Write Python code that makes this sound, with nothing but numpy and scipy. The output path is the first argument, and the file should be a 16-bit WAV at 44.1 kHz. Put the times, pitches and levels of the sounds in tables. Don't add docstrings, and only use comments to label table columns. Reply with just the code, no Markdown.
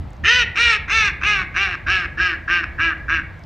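import sys
import numpy as np
from scipy import signal
from scipy.io import wavfile
from scipy.ndimage import uniform_filter1d

SR = 44100
rng = np.random.default_rng(int(sys.argv[2]) if len(sys.argv) > 2 else 0)


def to_linear_factor(level_db):
    exponent = np.asarray(level_db, float) / 20
    return 10 ** exponent


def generate_wav(sig):
    pcm = np.round(np.clip(np.atleast_2d(sig).T, -1, 1) * 32767).astype(np.int16)
    wavfile.write(sys.argv[1], SR, pcm)


N = 152145


# time_s, pitch_hz, effort_db, bill_opening_db
EARLY_QUACKS = [
    [(.233, 289, -44, -7), (.241, 319.5, -21.5, -11), (.251, 350.6, -20, 1), (.287, 452.8, -13, -2.5),
     (.319, 486.3, -15, -1), (.377, 502, -18.5, 0), (.425, 465, -17, 1), (.445, 370, -31, 0),
     (.455, 331, -49, -1)],
    [(.546, 316.2, -31, -4), (.56, 344.2, -28, 5.5), (.584, 443.3, -24.5, 7.5), (.596, 466, -16.5, -3),
     (.63, 480.9, -19.5, 4.5), (.694, 462.7, -17, 0), (.75, 424, -21.5, 5), (.77, 406, -27.5, -1.5),
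     (.785, 358, -42, -1)],
    [(.876, 269, -40, -2), (.886, 282.8, -26.5, -2.5), (.91, 391, -24.5, 6), (.93, 441.4, -22.5, 5.5),
     (.956, 450.3, -19, 1.5), (1.004, 440.8, -19.5, 3.5), (1.082, 394.7, -21.5, 1.5), (1.104, 332, -27, -6),
     (1.125, 306, -50, -7)],
    [(1.206, 241.7, -45, -0.5), (1.216, 258.3, -31, 0), (1.238, 348.5, -21, 1), (1.256, 403.6, -26.5, 8),
     (1.274, 423, -20, 3), (1.326, 415.7, -20, 1.5), (1.36, 391, -23.5, 3), (1.42, 367, -25, -2.5),
     (1.455, 298, -36.5, -12.5)],
    [(1.536, 273.3, -44.5, -4), (1.55, 292, -27.5, -3.5), (1.572, 364.5, -18, -0.5),
     (1.594, 389, -25.5, 5.5), (1.632, 400.5, -21, 2), (1.686, 362, -25, -2.5), (1.724, 354.6, -29, 1.5),
     (1.748, 304.7, -22, -6), (1.775, 282, -54.5, -5.5)],
]
# time_s, pitch_hz, effort_db, bill_opening_db
LATE_QUACKS = [
    [(1.858, 294.8, -41.5, -18), (1.872, 305.7, -19.5, -7), (1.896, 358.3, -18, -5),
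     (1.92, 381.3, -19.5, 0.5), (1.958, 376.6, -20.5, -0.5), (1.97, 371.5, -20, -2),
     (2.038, 338.6, -27, -7), (2.054, 298, -23.5, -2), (2.08, 278, -48, -11.5)],
    [(2.168, 318.5, -36, -9.5), (2.178, 311.3, -23.5, -18), (2.19, 325, -23, -2), (2.2, 349.6, -15, -17),
     (2.218, 370.7, -18, -3.5), (2.274, 357.8, -18, -6.5), (2.3, 339.6, -22.5, -1.5),
     (2.352, 307.3, -25, -13.5), (2.372, 283, -49.5, -12)],
    [(2.473, 295.4, -33.5, -14.5), (2.485, 306.2, -19, -16), (2.505, 341.2, -20, -1),
     (2.523, 352.4, -16, -6.5), (2.571, 347.5, -19, -2), (2.611, 331.5, -24.5, -6.5),
     (2.623, 324, -31.5, -19), (2.641, 282, -22, -5), (2.66, 273, -41, -6)],
    [(2.778, 225, -33, -16), (2.788, 252, -23, -17.5), (2.806, 314.8, -16, -4.5), (2.814, 329, -18.5, -4.5),
     (2.85, 336.5, -20, 1), (2.886, 324.3, -17.5, -12), (2.912, 308.8, -23, -5), (2.932, 285.4, -25, -28),
     (2.95, 270, -29.5, -12)],
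    [(3.075, 290.6, -40, -9), (3.087, 285, -24.5, -19), (3.097, 301, -17.5, -6.5),
     (3.111, 322.2, -21.5, -2.5), (3.131, 333.4, -15, -10.5), (3.167, 318.5, -24, 2.5),
     (3.183, 318.3, -20, -15), (3.198, 280.3, -22, -13), (3.232, 238, -45, -7)],
]
QUACK_VOICE = [(0.28, 0.17, 1.128), (0.39, 0.04, 0.997), (0.18, 0.09, 0.983), (0.14, 0.16, 0.979),
               (0.49, 0.56, 0.997), (0.59, 2.4, 0.99), (1, 2.7, 1.006), (0.97, 2.15, 0.984), (1, 0.32, 1),
               (0.98, 0.77, 0.983)]
# bill_scale, brightness_db, far_bill_lift_db, sag_per_s
QUACK_BILL = [(0.98, -8, 0.5, 0.54), (0.908, -5, -2.5, .2), (0.97, -7, -1.5, 0.53), (0.94, -9.5, -3, 0.44),
              (0.92, -10.5, -2, 0.53), (0.89, -10.5, -0.5, 0.44), (0.88, -12, 2.5, 0.33),
              (0.896, -14, 1, .3), (0.918, -16.5, -2, 0.335), (0.94, -18, -2.5, .3)]


def duck():
    out = np.zeros(N)
    for contour, voice, bill in zip(EARLY_QUACKS + LATE_QUACKS, QUACK_VOICE, QUACK_BILL):
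        add(out, *quack(contour, *voice, *bill))
    return out


def quack(contour, sub, low_sub, scale, bill_scale, bright_db, lift_db, sag):
    time_s, pitch_hz, effort_db, open_db = np.transpose(contour)
    t = np.arange(time_s[0], time_s[-1], 1 / SR)
    hz = uniform_filter1d(np.interp(t, time_s, pitch_hz), size=500)
    open_db = np.interp(t, time_s, open_db)
    slack = np.clip(1 - hz / hz.max(), 0, 1)
    rough = np.clip(0.14 + 1.2 * slack, 0, 1)

    low, drive, puffs, shiver = syrinx(hz, slack, rough, sub, low_sub)
    mouth = scale * (1 - 0.26 * slack)
    voice = steady(throat(low, scale * (1 - 0.1 * slack), open_db))
    voice = voice + to_linear_factor(open_db) * steady(upper_throat(0.92 * drive + 0.08 * puffs, mouth))

    rasp = 0.67 * drive + 0.33 * puffs
    sagging_bill = bill_scale * (1 - sag * (t - t.mean()))
    treble = bill(rasp, bill_scale * np.sqrt(mouth), sagging_bill, bright_db, lift_db)
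    voice = voice + to_linear_factor(bright_db + 0.55 * open_db - 25.5 * slack) * steady(treble)
    voice = carve_hollows(voice)
    creak = 1.1 * slack * evened(smooth(shiver, size=120))
    voice = voice * np.clip(1 + creak, 0.1, 2)

    edge_s = 0.006
    edge = np.clip(np.minimum(t - time_s[0], time_s[-1] - t) / edge_s, 0, 1)
    level = to_linear_factor(np.interp(t, time_s, effort_db))
    chest_level = np.sqrt(level * level.max())
    return time_s[0], edge * (level * voice + chest_level * chest(hz, rough, sub))


def syrinx(hz, slack, rough, sub, low_sub):
    wobble, shiver, hiss = rng.standard_normal((3, SR // 2))[:, :len(hz)]
    wobble = evened(uniform_filter1d(wobble, size=150))
    shiver = evened(uniform_filter1d(shiver, size=120))
    jitter, shimmer = 0.004, 0.12
    turns = np.cumsum(hz * (1 + jitter * (1 + 20 * slack) * wobble)) / SR
    k = np.arange(1, 90)[:, None]
    waves = np.cos(np.pi * k * turns) * (k * hz.max() < 31000) * (1 + shimmer * shiver)
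    half, whole = waves[::2].sum(0), waves[1::2].sum(0)
    puffs = evened((1.7 + np.exp(-(turns / 2 % 1) / 3.4)) * hiss)

    def mixed(share):
        return (1 - rough) * evened(whole + (share + slack) * half) + rough * puffs

    return mixed(low_sub), mixed(sub), puffs, shiver


# centre_hz, width_hz, level_db
THROAT = [(1648, 175, 3.5)]
# centre_hz, width_hz, level_db
THROAT_FLANKS = [(1269, 353, -3), (1893, 234, -3.5)]


def throat(drive, scale, open_db):
    flanks = ring(drive, THROAT_FLANKS[:1], scale) + ring(drive, THROAT_FLANKS[1:], scale)
    sound = ring(drive, THROAT, scale) - to_linear_factor(0.53 * open_db) * flanks
    return signal.sosfilt(signal.butter(4, 1100, "high", fs=SR, output="sos"), sound)


# centre_hz, width_hz, level_db
UPPER_THROAT = [(2337, 353, -0.83), (2793, 338, -1.6)]


def upper_throat(drive, scale):
    return ring(drive, UPPER_THROAT, scale)


# centre_hz, width_hz, level_db
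NEAR_BILL = [(3664, 394, -6.5), (4298, 790, -12)]
# centre_hz, width_hz, level_db
FAR_BILL = [(5100, 490, -13), (6020, 650, -11.5)]
# centre_hz, width_hz, level_db
BILL_AIR = [(7410, 1100, -34), (9000, 600, -38.5), (9930, 500, -38.5), (11400, 500, -56), (12800, 500, -58),
            (13900, 600, -62)]


def bill(rasp, near_scale, far_scale, bright_db, lift_db):
    out = ring(rasp, NEAR_BILL, near_scale)
    out += to_linear_factor(lift_db) * ring(rasp, FAR_BILL, far_scale)
    return out + to_linear_factor(13.5 + 0.74 * bright_db) * ring(rasp, BILL_AIR, 0.94)


# centre_hz, sharpness_q
HOLLOWS = [(2170, 28), (3320, 24.6), (3260, 33), (4665, 15.2), (7040, 15), (6960, 29), (8600, 27),
           (9390, 10), (11170, 14)]


def carve_hollows(voice):
    for hollow_hz, sharpness_q in HOLLOWS:
        voice = signal.lfilter(*signal.iirnotch(hollow_hz, sharpness_q, SR), voice)
    return voice


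def chest(hz, rough, sub):
    chest_db, octave_db = -21, 13
    phase = 2 * np.pi * np.cumsum(hz) / SR
    octave = to_linear_factor(octave_db) * (1.1 - sub) * (1 - rough) ** 4 * np.sin(2 * phase)
    return to_linear_factor(chest_db) * (np.sin(phase) + octave)


def ring(drive, table, scale):
    blotch_db = 1.6
    waver = evened(smooth(rng.standard_normal((len(table), SR // 2)), size=600))[:, :len(drive)]
    out = np.zeros(len(drive))
    for i, (hz, width_hz, db) in enumerate(table):
        out += (-1) ** i * to_linear_factor(db + blotch_db * waver[i]) * resonate(drive, hz * scale, width_hz)
    return out


def resonate(x, hz, width_hz):
    turn = np.exp(2j * np.pi * np.cumsum(hz * np.ones(len(x))) / SR)
    r = np.exp(-np.pi * width_hz / SR)
    return 2 * (turn * signal.lfilter([(1 - r) ** 2], [1, -2 * r, r * r], x / turn)).real


# band_hz, t60_s
BANK_DECAY = [(500, 0.61), (1500, 0.48), (2100, 0.73), (2600, 0.34), (4000, 0.32), (8000, 0.15)]
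# band_hz, level_db
BANK_COLOUR = [(800, 4), (1300, -2.5), (1640, -3), (2080, 5.5), (2500, -1.5), (3300, 3.5), (5000, -1)]


def bank(x):
    bank_db, delay_s, rise_s = -13.5, 0.0052, 0.0077
    taps = rng.standard_normal(SR) * np.clip((np.arange(SR) / SR - delay_s) / rise_s, 0, 1)
    hz, t, z = signal.stft(taps, SR, nperseg=256)
    z = z * to_linear_factor(read(BANK_COLOUR, hz)[:, None] - 60 * t / read(BANK_DECAY, hz)[:, None])
    tail = signal.istft(z, SR, nperseg=256)[1]
    return to_linear_factor(bank_db) * signal.fftconvolve(x, tail / np.linalg.norm(tail))[:N]


# start_s, peak_db, pitch_hz
RAIN_DROPS = [(.105, -48.5, 7000), (.132, -46.5, 6000), (0.167, -50, 6100), (1.386, -55, 11640),
              (1.957, -38.5, 12500), (2.503, -51.5, 12780), (2.584, -56.5, 10150), (2.98, -48.5, 4300),
              (3.393, -51, 6840), (3.437, -43, 5000)]


def drops():
    decay_s, relative_width = 0.0015, 0.45
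    out, t = np.zeros(N), np.arange(600) / SR
    for start_s, peak_db, pitch_hz in RAIN_DROPS:
        burst = rng.standard_normal(600) * np.exp(-t / decay_s)
        tick = resonate(burst, pitch_hz, relative_width * pitch_hz)
        add(out, start_s, to_linear_factor(peak_db) * tick / abs(tick).max())
    return out


# band_hz, level_db_per_hz
WIND_COLOUR = [(12, -65), (20, -62), (48, -0.5), (70, 7), (107, -11), (129, -5.5), (285, -20), (400, -32.5),
               (520, -82), (880, -120)]
# time_s, level_db
WIND_GUSTS = [(0.0, -19.5), (0.17, -42.5), (0.24, -18), (0.33, -45), (0.35, -28.5), (0.53, -34.5),
              (0.98, -36.5), (1.02, -30), (1.2, -35.5), (1.27, -28.5), (1.5, -35.5), (2.799, -36),
              (2.95, -40.5), (3.16, -29.5), (3.419, -42), (3.45, -32)]


def wind():
    gust_db = 0.6 * np.interp(np.arange(N) / SR, *np.transpose(WIND_GUSTS)) - 14.5
    return to_linear_factor(gust_db) * airy(WIND_COLOUR, level_db=1.5, patchy_db=1.66, swell_db=0.27)


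# band_hz, level_db_per_hz
WASH_COLOUR = [(250, -4), (400, -7.5), (650, -4.5), (1500, -12.5), (4000, -25.5), (8000, -41), (10500, -50),
               (13000, -44.5), (15600, -46)]


def wash():
    return airy(WASH_COLOUR, level_db=-46.5, patchy_db=1.2, swell_db=0.5)


# band_hz, side_share_db
SIDE_SHARE = [(25, -10), (60, -19), (130, -13), (300, -7.5), (700, -5), (1200, -4.5), (3000, -28.5),
              (12000, 4.5)]


def airy(colour, level_db, patchy_db, swell_db):
    frames, hz = N // 512 + 5, np.fft.rfftfreq(2048, 1 / SR)
    a, b, c, d, patches = rng.standard_normal((frames, 1025, 5)).T
    patches = uniform_filter1d(patches, size=10, axis=0)
    patches = evened(uniform_filter1d(patches, size=8, axis=1))
    swell = evened(uniform_filter1d(rng.standard_normal(frames), size=12))
    middle = a + 1j * b
    side = (c + 1j * d) * to_linear_factor(read(SIDE_SHARE, hz))[:, None]
    inside = (hz >= colour[0][0]) & (hz <= colour[-1][0])
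    z = np.array([middle + side, middle - side]) * inside[:, None]
    z = z * to_linear_factor(read(colour, hz)[:, None] + patchy_db * patches + swell_db * swell)
    return to_linear_factor(level_db) * evened(signal.istft(z, nperseg=2048, noverlap=1536)[1][:, :N])


def evened(x):
    return x / np.sqrt(np.mean(x ** 2) + 1e-20)


def steady(x):
    return x / np.sqrt(abs(smooth(x ** 2, size=700)) + 1e-12)


def smooth(x, size):
    for _ in range(3):
        x = uniform_filter1d(x, size=size, axis=-1)
    return x


def read(points, hz):
    f, value = np.transpose(points)
    return np.interp(np.log(hz + 1), np.log(f + 1), value)


def add(mix, start_s, sound):
    part = mix[round(start_s * SR):][:len(sound)]
    part += sound[:len(part)]


def scene():
    quacks = duck()
    return quacks + bank(quacks) + drops() + wind() + wash()


def top_cut(x):
    return signal.sosfilt(signal.butter(12, 15500, fs=SR, output="sos"), x)


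def record(dry):
    return top_cut(dry)


dry = scene()
out = record(dry)
generate_wav(out)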